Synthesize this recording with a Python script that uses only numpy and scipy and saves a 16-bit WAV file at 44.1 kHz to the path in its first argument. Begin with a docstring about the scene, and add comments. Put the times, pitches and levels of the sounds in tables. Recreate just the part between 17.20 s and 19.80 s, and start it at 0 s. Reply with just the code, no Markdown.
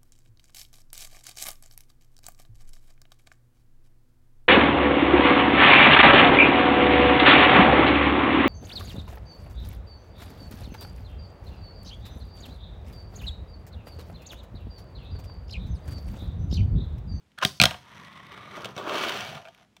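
"""A fingerboard on a wooden desk in a small room. The tail scuffs and pops, the wheels whirr in the air,
and the board lands in a quick clatter. It rolls away, is tapped round, and rolls back harder, slowing
to a stop. Each blow rings the board and knocks the desk; the rolling is a stream of tiny jolts from
the wood grain, sounding through wheels, trucks and desk, with grit ticking underneath."""
import sys
import numpy as np
from scipy import signal
from scipy.io import wavfile

SR = 44100
rng = np.random.default_rng(int(sys.argv[2]) if len(sys.argv) > 2 else 0)


def digitize_waveform(pressure):
    """Quantize a signal to 16-bit integers and store it at the path in sys.argv[1].

    Rows of a 2-D input are taken as channels; values are limited to [-1, 1].
    """
    field = np.atleast_2d(pressure).T
    bounded = np.clip(field, -1, 1)
    quanta = np.round(bounded * 32767).astype(np.int16)
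    wavfile.write(sys.argv[1], SR, quanta)


N = 114660
TIME = np.arange(N) / SR
IMPACT_BOOST_DB = 11  # on top of the table levels of blows and specks
FINGER_WAVER_HZ = 7  # how fast the fingers shift their weight


def amp(db):
    """Decibels to gain."""
    return 10 ** (np.asarray(db) / 20)

def unit_rms(x):
    """Scales to an rms of one."""
    return x / np.sqrt(np.mean(x ** 2) + 1e-20)

def unit_energy(x):
    """Scales to a total energy of one."""
    return x / np.linalg.norm(x)

def curve_at(points, hz):
    """Reads a curve on a log-frequency axis."""
    point_hz, value = np.transpose(points)
    return np.interp(np.log(hz + 1), np.log(point_hz + 1), value)

def fader(points, column=1):
    """Gain over time from a dB curve, silent outside it."""
    points = np.array(points)
    return amp(np.interp(TIME, points[:, 0], points[:, column], left=-200, right=-200))

def wander(hz):
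    """Random drift at about the given rate."""
    return np.interp(TIME * hz * 2, np.arange(N), rng.standard_normal(N))

def add(mix, start_s, sound):
    """Mixes a sound in at a time."""
    part = mix[round(start_s * SR):][:len(sound)]
    part += sound[:len(part)]

def eq(x, points):
    """Minimum-phase filter of unit energy with the given spectrum."""
    log_gain = np.log(amp(curve_at(points, abs(np.fft.fftfreq(8192, 1 / SR)))))
    taps = np.fft.ifft(np.exp(np.conj(signal.hilbert(log_gain)))).real[:4096]
    return signal.fftconvolve(x, unit_energy(taps))[:len(x)]

def low_cut(x, hz, order):
    """Rolls off the bass."""
    return signal.sosfilt(signal.butter(order, hz, "high", fs=SR, output="sos"), x)

def resonate(x, hz, width_hz):
    """One resonance applied twice, for steep skirts."""
    b, a = signal.iirpeak(hz, hz / width_hz, SR)
    return unit_rms(signal.lfilter(b, a, signal.lfilter(b, a, x)))

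def glide(x, hz, width_hz):
    """A steep resonance that follows a pitch curve."""
    carrier = np.exp(2j * np.pi * np.cumsum(hz) / SR)
    pole = np.exp(-np.pi * width_hz / SR)
    return unit_rms((carrier * signal.lfilter([1], [1, -2 * pole, pole * pole], x / carrier)).real)

def ring(modes, polarity=-1):
    """Struck modes dying away, with unit energy; polarity -1 flips every other mode."""
    t = TIME[:SR // 3]
    return unit_energy(sum(polarity ** k * amp(db - 60 * t / t60) * np.sin(2 * np.pi * hz * t)
                           for k, (hz, db, t60) in enumerate(modes)))

def jolts(per_s, spread_db, max_spreads):
    """Randomly timed impulses of uneven size."""
    size = amp(spread_db * np.minimum(rng.exponential(1, N), max_spreads))
    return size * rng.choice([-1, 1], N) * (rng.random(N) < per_s / SR)

def grain(spread_db=2.5, flutter_db=0.6):
    """Contact with the wood grain: dense tiny jolts, coming in clumps."""
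    bumps = jolts(per_s=6000, spread_db=spread_db, max_spreads=4)
    return unit_rms(bumps * amp(flutter_db * wander(hz=69.67)))


# Room tone: freq_hz, gain_db
HUM_EQ = [(25, -16.5), (45, 2.5), (90, -4), (130, -6), (200, -3.5), (330, -14), (480, -18.5), (1500, -23),
          (3000, -25.5), (7000, -33.5), (16000, -47)]

def room_hum():
    """A quiet bed of bass-heavy noise."""
    return amp(-64) * unit_rms(eq(rng.standard_normal(N), HUM_EQ))

# Specks under a wheel: start_s, level_db
SPECKS = [(0.118, -54), (0.813, -45), (0.8485, -41), (0.929, -43), (1.067, -39), (1.120, -40), (1.360, -34),
          (1.42, -35.5), (1.489, -38), (1.508, -42), (2.347, -41), (2.378, -47.5)]
# Their bright snap: freq_hz, gain_db
SPECK_EQ = [(30, -45), (1000, -10), (2200, 6), (3400, 7), (5800, -3), (7000, -16), (13000, -13),
            (16000, -15)]

def specks(decay_s=0.0025):
    """Larger specks, each crushed in one brief tick."""
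    out, t = np.zeros(N), TIME[:SR // 20]
    for start_s, level_db in SPECKS:
        crush = rng.standard_normal(len(t)) * np.exp(-t / decay_s)
        add(out, start_s, amp(level_db + IMPACT_BOOST_DB) * unit_energy(crush))
    return eq(out, SPECK_EQ)

# Rubs before the pop: start_s, length_s, level_db, pitch_hz
SCUFFS = [(0.174, 0.021, -44.5, 1510), (0.188, 0.046, -50, 1240), (0.211, 0.014, -36.5, 1490),
          (0.2212, 0.02, -22.5, 1280)]
# Their gritty edge: freq_hz, gain_db
SCUFF_EQ = [(30, -37.5), (300, -14.5), (600, 4.5), (1200, -4), (2100, -3.5), (3100, 1), (4500, -14.5),
            (6000, -13), (7500, -25.5), (16000, -30.5)]

def scuffs():
    """Tail and fingers rub in short swells, each with one gritty resonance."""
    out = np.zeros(N)
    for start_s, length_s, level_db, pitch_hz in SCUFFS:
        friction = grain()
        rub = resonate(friction, pitch_hz, width_hz=530) + amp(-6) * eq(friction, SCUFF_EQ)
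        count = int(length_s * SR)
        add(out, start_s, amp(level_db) * unit_rms(rub[-count:] * np.hanning(count)))
    return out

# Hits on the desk: start_s, clack_db, knock_db, thump_db, ring_db, low_ring_hz, high_ring_hz, chatter_s
BLOWS = [(0.1872, -27.5, -48, -34, -21.5, 1660, 3260, 0.00051),
         (0.235, -17, -15, -24, -14.5, 2810, 5800, 0.0078), (0.2499, -2, -13.5, -5, 2, 3300, 3700, 0.0011),
         (0.4001, -4.5, -16, -15, 5, 2360, 4130, 0.00031),
         (0.4013, -27, -13.5, -5, -5.5, 1440, 2600, 0.001),
         (0.4149, -1.5, -6.5, -7.5, -12, 2730, 3500, 0.0012),
         (0.4157, 0.5, -23, -3, -8, 4130, 5080, 0.0013), (0.4249, -6, -12.5, -9, -18, 1950, 5950, 0.0023),
         (0.437, -1, -2.5, -4, -3, 2020, 3600, 0.0014), (0.4391, -5, -8, -3, -2, 1325, 3386, 0.0027),
         (0.4551, -2.5, -7, -7.5, -0.5, 3280, 3556, 0.0017),
         (0.509, -22, -19.5, -30, -19, 2900, 3250, 0.0028),
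         (0.543, -43, -25.5, -46, -24, 1090, 2870, 0.0034),
         (1.0020, -58, -39.5, -35, -31, 1040, 1850, .002), (1.3680, -36, -35, -48, -34, 1180, 1500, 0.0067),
         (1.4463, -23, -26, -35, -25, 1410, 2680, 0.0028),
         (1.4557, -24.5, -25.5, -25, -18.5, 465, 2880, 0.0027),
         (1.5648, -32.5, -25.5, -20.5, -26.5, 577, 5680, 0.0029),
         (1.5785, -27, -19.5, -44, -21, 480, 3600, 0.0025), (1.585, -29, -51, -42, -25, 1180, 3060, 0.012),
         (2.008, -25.5, -52, -47, -24, 3270, 5750, 0.0013),
         (2.1531, -30.5, -27.5, -55, -34, 1480, 2940, 0.00091),
         (2.253, -45, -32.5, -53, -32.5, 1530, 2440, 0.0032),
         (2.2610, -49, -41, -60, -36, 1530, 2410, 0.0054), (2.2730, -52, -51, -67, -33, 1504, 2410, 0.0023),
         (2.2850, -42, -47, -58, -32.5, 1600, 3130, 0.0018),
         (2.5667, -39.5, -48, -59.5, -40, 947, 3450, 0.0019)]
# Tone of the clack: freq_hz, gain_db
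CLACK_EQ = [(30, -51), (420, -35.5), (650, -13), (900, -8), (1400, -15), (1750, -6), (2400, 2.5),
            (2950, -2.5), (3400, 4.5), (4100, -3.5), (4900, -5.5), (5900, -6.5), (6800, -12.5), (8500, -12),
            (10000, -21.5), (16000, -19.5)]
# Woody modes of the desk top with the board on it: pitch_hz, level_db, t60_s
KNOCK_MODES = [(522, 0, 0.037), (651.3, 0, 0.077), (725, 2.5, 0.062), (767.7, 0.5, 0.042),
               (1022, -4, 0.027), (1206, -8, 0.078), (1425, -4.5, 0.041), (1600, -4.5, 0.059),
               (2188, -4, 0.036), (2612, -2.5, 0.043), (3180, -7, 0.11), (3520, -13, .07), (4180, -18, .08)]
# Bass modes of the desk: pitch_hz, level_db, t60_s
THUMP_MODES = [(80, -19.5, 0.24), (129, -12, 0.096), (155.8, 8.5, 0.034), (200, -6, 0.1), (255, 0, .03)]

def blows(ring_t60_s=0.012, attack_s=0.00065, thump_attack_s=0.0017, thump_lag_s=0.0013):
    """Each blow is a tick and a brief chatter of the trucks; the board rings, the desk knocks and thumps."""
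    sharp, deep, t = np.zeros(N), np.zeros(N), TIME[:SR // 3]
    tick = t == 0
    attack = 1 - np.exp(-t / attack_s)
    knock = ring(KNOCK_MODES)
    thump = ring(THUMP_MODES, polarity=1) * (1 - np.exp(-t / thump_attack_s))
    for start_s, clack_db, knock_db, thump_db, ring_db, low_hz, high_hz, chatter_s in BLOWS:
        chatter = unit_energy(rng.standard_normal(len(t)) * np.exp(-t / chatter_s) * attack)
        clack = unit_energy(eq(tick + amp(3.5) * chatter, CLACK_EQ))
        board = attack * ring([(low_hz, 0, ring_t60_s), (high_hz, -1.5, ring_t60_s)])
        add(sharp, start_s, amp(clack_db) * clack + amp(ring_db) * board + amp(knock_db) * knock)
        add(deep, start_s + thump_lag_s, amp(thump_db) * thump)
    return amp(IMPACT_BOOST_DB) * (low_cut(sharp, hz=480, order=2) + deep)

# Whirr in the air: time_s, level_db
SPIN_FADER = [(0.245, -80), (0.26, -33.5), (0.29, -44.5), (0.34, -55), (0.39, -54.5), (0.41, -80.5)]
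# Its thin tone: freq_hz, gain_db
SPIN_EQ = [(30, -38), (1000, -22.5), (2500, -12), (3500, -9), (4100, -12.5), (4550, 2), (5000, -7),
           (5900, -6), (7000, -14), (16000, -23)]

def free_spin():
    """The wheels spin freely while the board flies."""
    return eq(grain() * fader(SPIN_FADER), SPIN_EQ)

def deck_flex(start_s=0.2525, pitch_hz=393, t60_s=0.11):
    """The deck flexes and hums as it leaves the desk."""
    out = np.zeros(N)
    add(out, start_s, amp(-14) * ring([(pitch_hz, 0, t60_s)]))
    return out

# Low end of the roll: time_s, level_db
RUMBLE_FADER = [(0.45, -66), (0.7, -61), (0.82, -49.5), (0.9, -63), (0.99, -53), (1.78, -53), (2.05, -48),
                (2.16, -49.5), (2.25, -72)]
# Its weight: freq_hz, gain_db
RUMBLE_EQ = [(20, -35.5), (55, -9.5), (85, -2.5), (110, 1), (160, 1), (200, 2.5), (270, -9.5), (500, -16),
             (16000, -86)]

def desk_rumble():
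    """The desk rumbles under the wheels."""
    return eq(grain() * fader(RUMBLE_FADER), RUMBLE_EQ)

# The light outward roll: time_s, level_db
AWAY_FADER = [(0.46, -37), (0.55, -51), (0.62, -62.5), (0.71, -53.5), (0.81, -52), (0.89, -53), (1.0, -51),
              (1.15, -49), (1.3, -49), (1.37, -46), (1.46, -82)]
# Its tone: freq_hz, gain_db
AWAY_EQ = [(30, -21.5), (200, -6.5), (420, -11.5), (800, -9.5), (1150, -0.5), (1600, -8), (2000, -3.5),
           (2600, -12.5), (3400, -9.5), (4600, -24), (5800, -22.5), (6800, -33), (9000, -30), (10000, -37),
           (16000, -38.5)]
# Wheel resonances at mid-push: pitch_hz, width_hz, level_db
WHEEL_RESONANCES = [(1110, 110, -4), (2060, 330, -8.5), (3600, 450, -15)]

def roll_away(mid_push_s=1.05, octaves_per_s=0.48):
    """The wheels run lightly over the grain, their resonances climbing as the board gathers speed."""
    level = fader(AWAY_FADER)
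    roll = eq(grain(spread_db=4.5, flutter_db=3) * level, AWAY_EQ)
    climb = 2 ** (octaves_per_s * (TIME - mid_push_s))
    sing = sum(amp(db) * glide(grain(), hz * climb, width_hz) for hz, width_hz, db in WHEEL_RESONANCES)
    return roll + level * sing

# Modes of the rolling wheels, trucks and deck: pitch_hz, level_db, t60_s
TRUCK_MODES = [(1050, -3, .02), (1200, -9.5, .018), (1493, 1, .022), (1830, -3.5, 0.033), (2286, 0, .035),
               (3130, 3, 0.014), (3600, -10.5, 0.016), (4410, -5, .016), (5990, -9.5, 0.018)]

def truck_rings():
    """On both rolls, each mode swells and fades by itself as the fingers shift their weight."""
    out = np.zeros(N)
    for pitch_hz, level_db, t60_s in TRUCK_MODES:
        load = amp(level_db + 2.5 * np.tanh(wander(FINGER_WAVER_HZ)))
        out += signal.fftconvolve(grain() * load * np.sqrt(t60_s), ring([(pitch_hz, 0, t60_s)]))[:N]
    return unit_rms(out) * (amp(-17.5) * fader(AWAY_FADER) + amp(-6) * fader(BACK_FADER, column=2))

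def desk_rings():
    """Jolts from both rolls keep the woody modes of the desk top ringing."""
    drive = grain() * (fader(AWAY_FADER) + fader(BACK_FADER))
    return amp(-16) * signal.fftconvolve(drive, ring(KNOCK_MODES))[:N]

# Crackle under the wheels: time_s, level_db
GRIT_FADER = [(0.5, -67), (0.85, -54), (0.88, -74), (1.25, -68), (1.38, -49), (1.5, -57.5), (1.55, -61),
              (1.65, -59), (1.77, -40), (1.95, -45.5), (2.15, -50.5), (2.3, -68), (2.45, -66)]
# Its bite: freq_hz, gain_db
GRIT_EQ = [(30, -47), (500, -11), (1400, 7.5), (2300, 2.5), (3200, 2), (4400, -5), (5100, -9), (5900, -2),
           (7500, -18), (11500, -16), (16000, -37)]

def grit():
    """Separate ticks where a wheel runs over a speck or rattles on its axle."""
    crackle = unit_rms(jolts(per_s=600, spread_db=3, max_spreads=3))
    return eq(crackle * fader(GRIT_FADER), GRIT_EQ)

# Pressed hard through the turn and the roll back: time_s, growl_db, rasp_db
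BACK_FADER = [(1.1, -55, -87), (1.3, -54.5, -87), (1.37, -42, -57), (1.46, -43.5, -49.5),
              (1.55, -55, -62.5), (1.59, -37, -44), (1.64, -38, -46.5), (1.69, -34.5, -39.5),
              (1.76, -30, -31.5), (1.87, -36, -32), (1.95, -39.5, -33.5), (2.03, -51, -37),
              (2.12, -54.5, -44), (2.18, -47, -47), (2.24, -77, -65.5), (2.28, -63.5, -59),
              (2.32, -72, -70), (2.41, -68.5, -65.5), (2.48, -86, -94)]
# Body of the growl: freq_hz, gain_db
GROWL_EQ = [(30, -49), (150, -9.5), (260, -4), (350, 4), (470, 1.5), (620, 2), (880, -4), (1150, 2),
            (1480, -3), (1800, -12), (3000, -33.5), (16000, -67)]

def wheel_growl(sing_hz=1180, waver=0.056):
    """Loaded wheels growl; their lowest resonance sings out, wavering with the pressure of the fingers."""
    level = fader(BACK_FADER)
    growl = eq(grain(spread_db=3, flutter_db=2.4) * level, GROWL_EQ)
    sing = glide(grain(), sing_hz * (1 + waver * wander(FINGER_WAVER_HZ)), width_hz=430)
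    return growl + amp(-7) * level * sing

# Bright edge of the roll back: freq_hz, gain_db
RASP_EQ = [(30, -57), (500, -12.5), (1400, -7.5), (1800, -2.5), (2300, -5.5), (2650, 1), (3150, 0.5),
           (3800, -4), (4100, -8.5), (4450, -8), (5150, -12), (5900, -13), (6700, -18), (11000, -28),
           (16000, -22.5)]

def wheel_rasp():
    """Hard-pressed wheels rasp over the grain in fast, uneven pulses."""
    pulses = unit_rms(grain(spread_db=4, flutter_db=2.2) * amp(2.5 * wander(hz=168.7)))
    return amp(-3) * eq(pulses * fader(BACK_FADER, column=2), RASP_EQ)

# Drone at the end of the roll: time_s, level_db
DRONE_FADER = [(1.85, -44.5), (2.18, -46.5), (2.24, -55), (2.29, -49.5), (2.34, -77), (2.42, -61),
               (2.48, -85.5)]

def wheel_drone():
    """The slowing wheels drone on one resonance."""
    return resonate(grain(), hz=691, width_hz=230) * fader(DRONE_FADER)

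# Reverb decay: freq_hz, t60_s
ROOM_DECAY = [(100, 0.58), (500, 0.38), (2000, 0.25), (5000, 0.33), (14000, 0.35)]

def room(dry, reflections_per_s=2000, early_decay_s=0.016, tail_build_s=0.039):
    """Near reflections and the short tail of a furnished room."""
    count = SR // 2
    t = TIME[:count]
    hz, frame_s, spectrum = signal.stft(rng.standard_normal(count), SR, nperseg=256)
    decay = amp(-60 * frame_s / curve_at(ROOM_DECAY, hz)[:, None])
    tail = signal.istft(spectrum * decay, SR, nperseg=256)[1][:count]
    tail *= np.clip((t - 0.003) / tail_build_s, 0, 1)
    early = rng.standard_normal(count) * (rng.random(count) < reflections_per_s / SR)
    early *= np.exp(-t / early_decay_s) * (t > 0.002)
    response = amp(-21) * unit_energy(tail) + amp(-15) * unit_energy(early)
    return dry + signal.fftconvolve(dry, response)[:N]

def scene():
    """The board in the room, over a quiet hum."""
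    board = specks() + scuffs() + blows() + free_spin() + deck_flex()
    board += desk_rumble() + roll_away() + truck_rings() + desk_rings() + grit()
    board += wheel_growl() + wheel_rasp() + wheel_drone()
    return (room(board) + room_hum())[None]

def record(dry):
    """The microphone cuts the deep bass, the loudest clacks soft-clip, and the top treble is cut."""
    thin = low_cut(dry, hz=70, order=3)
    squashed = thin / (1 + thin ** 4) ** 0.25
    high_cut = signal.firwin(255, 15850, window=("kaiser", 9), fs=SR)
    return signal.oaconvolve(squashed, high_cut[None], "same")


dry = scene()
out = record(dry)
digitize_waveform(out)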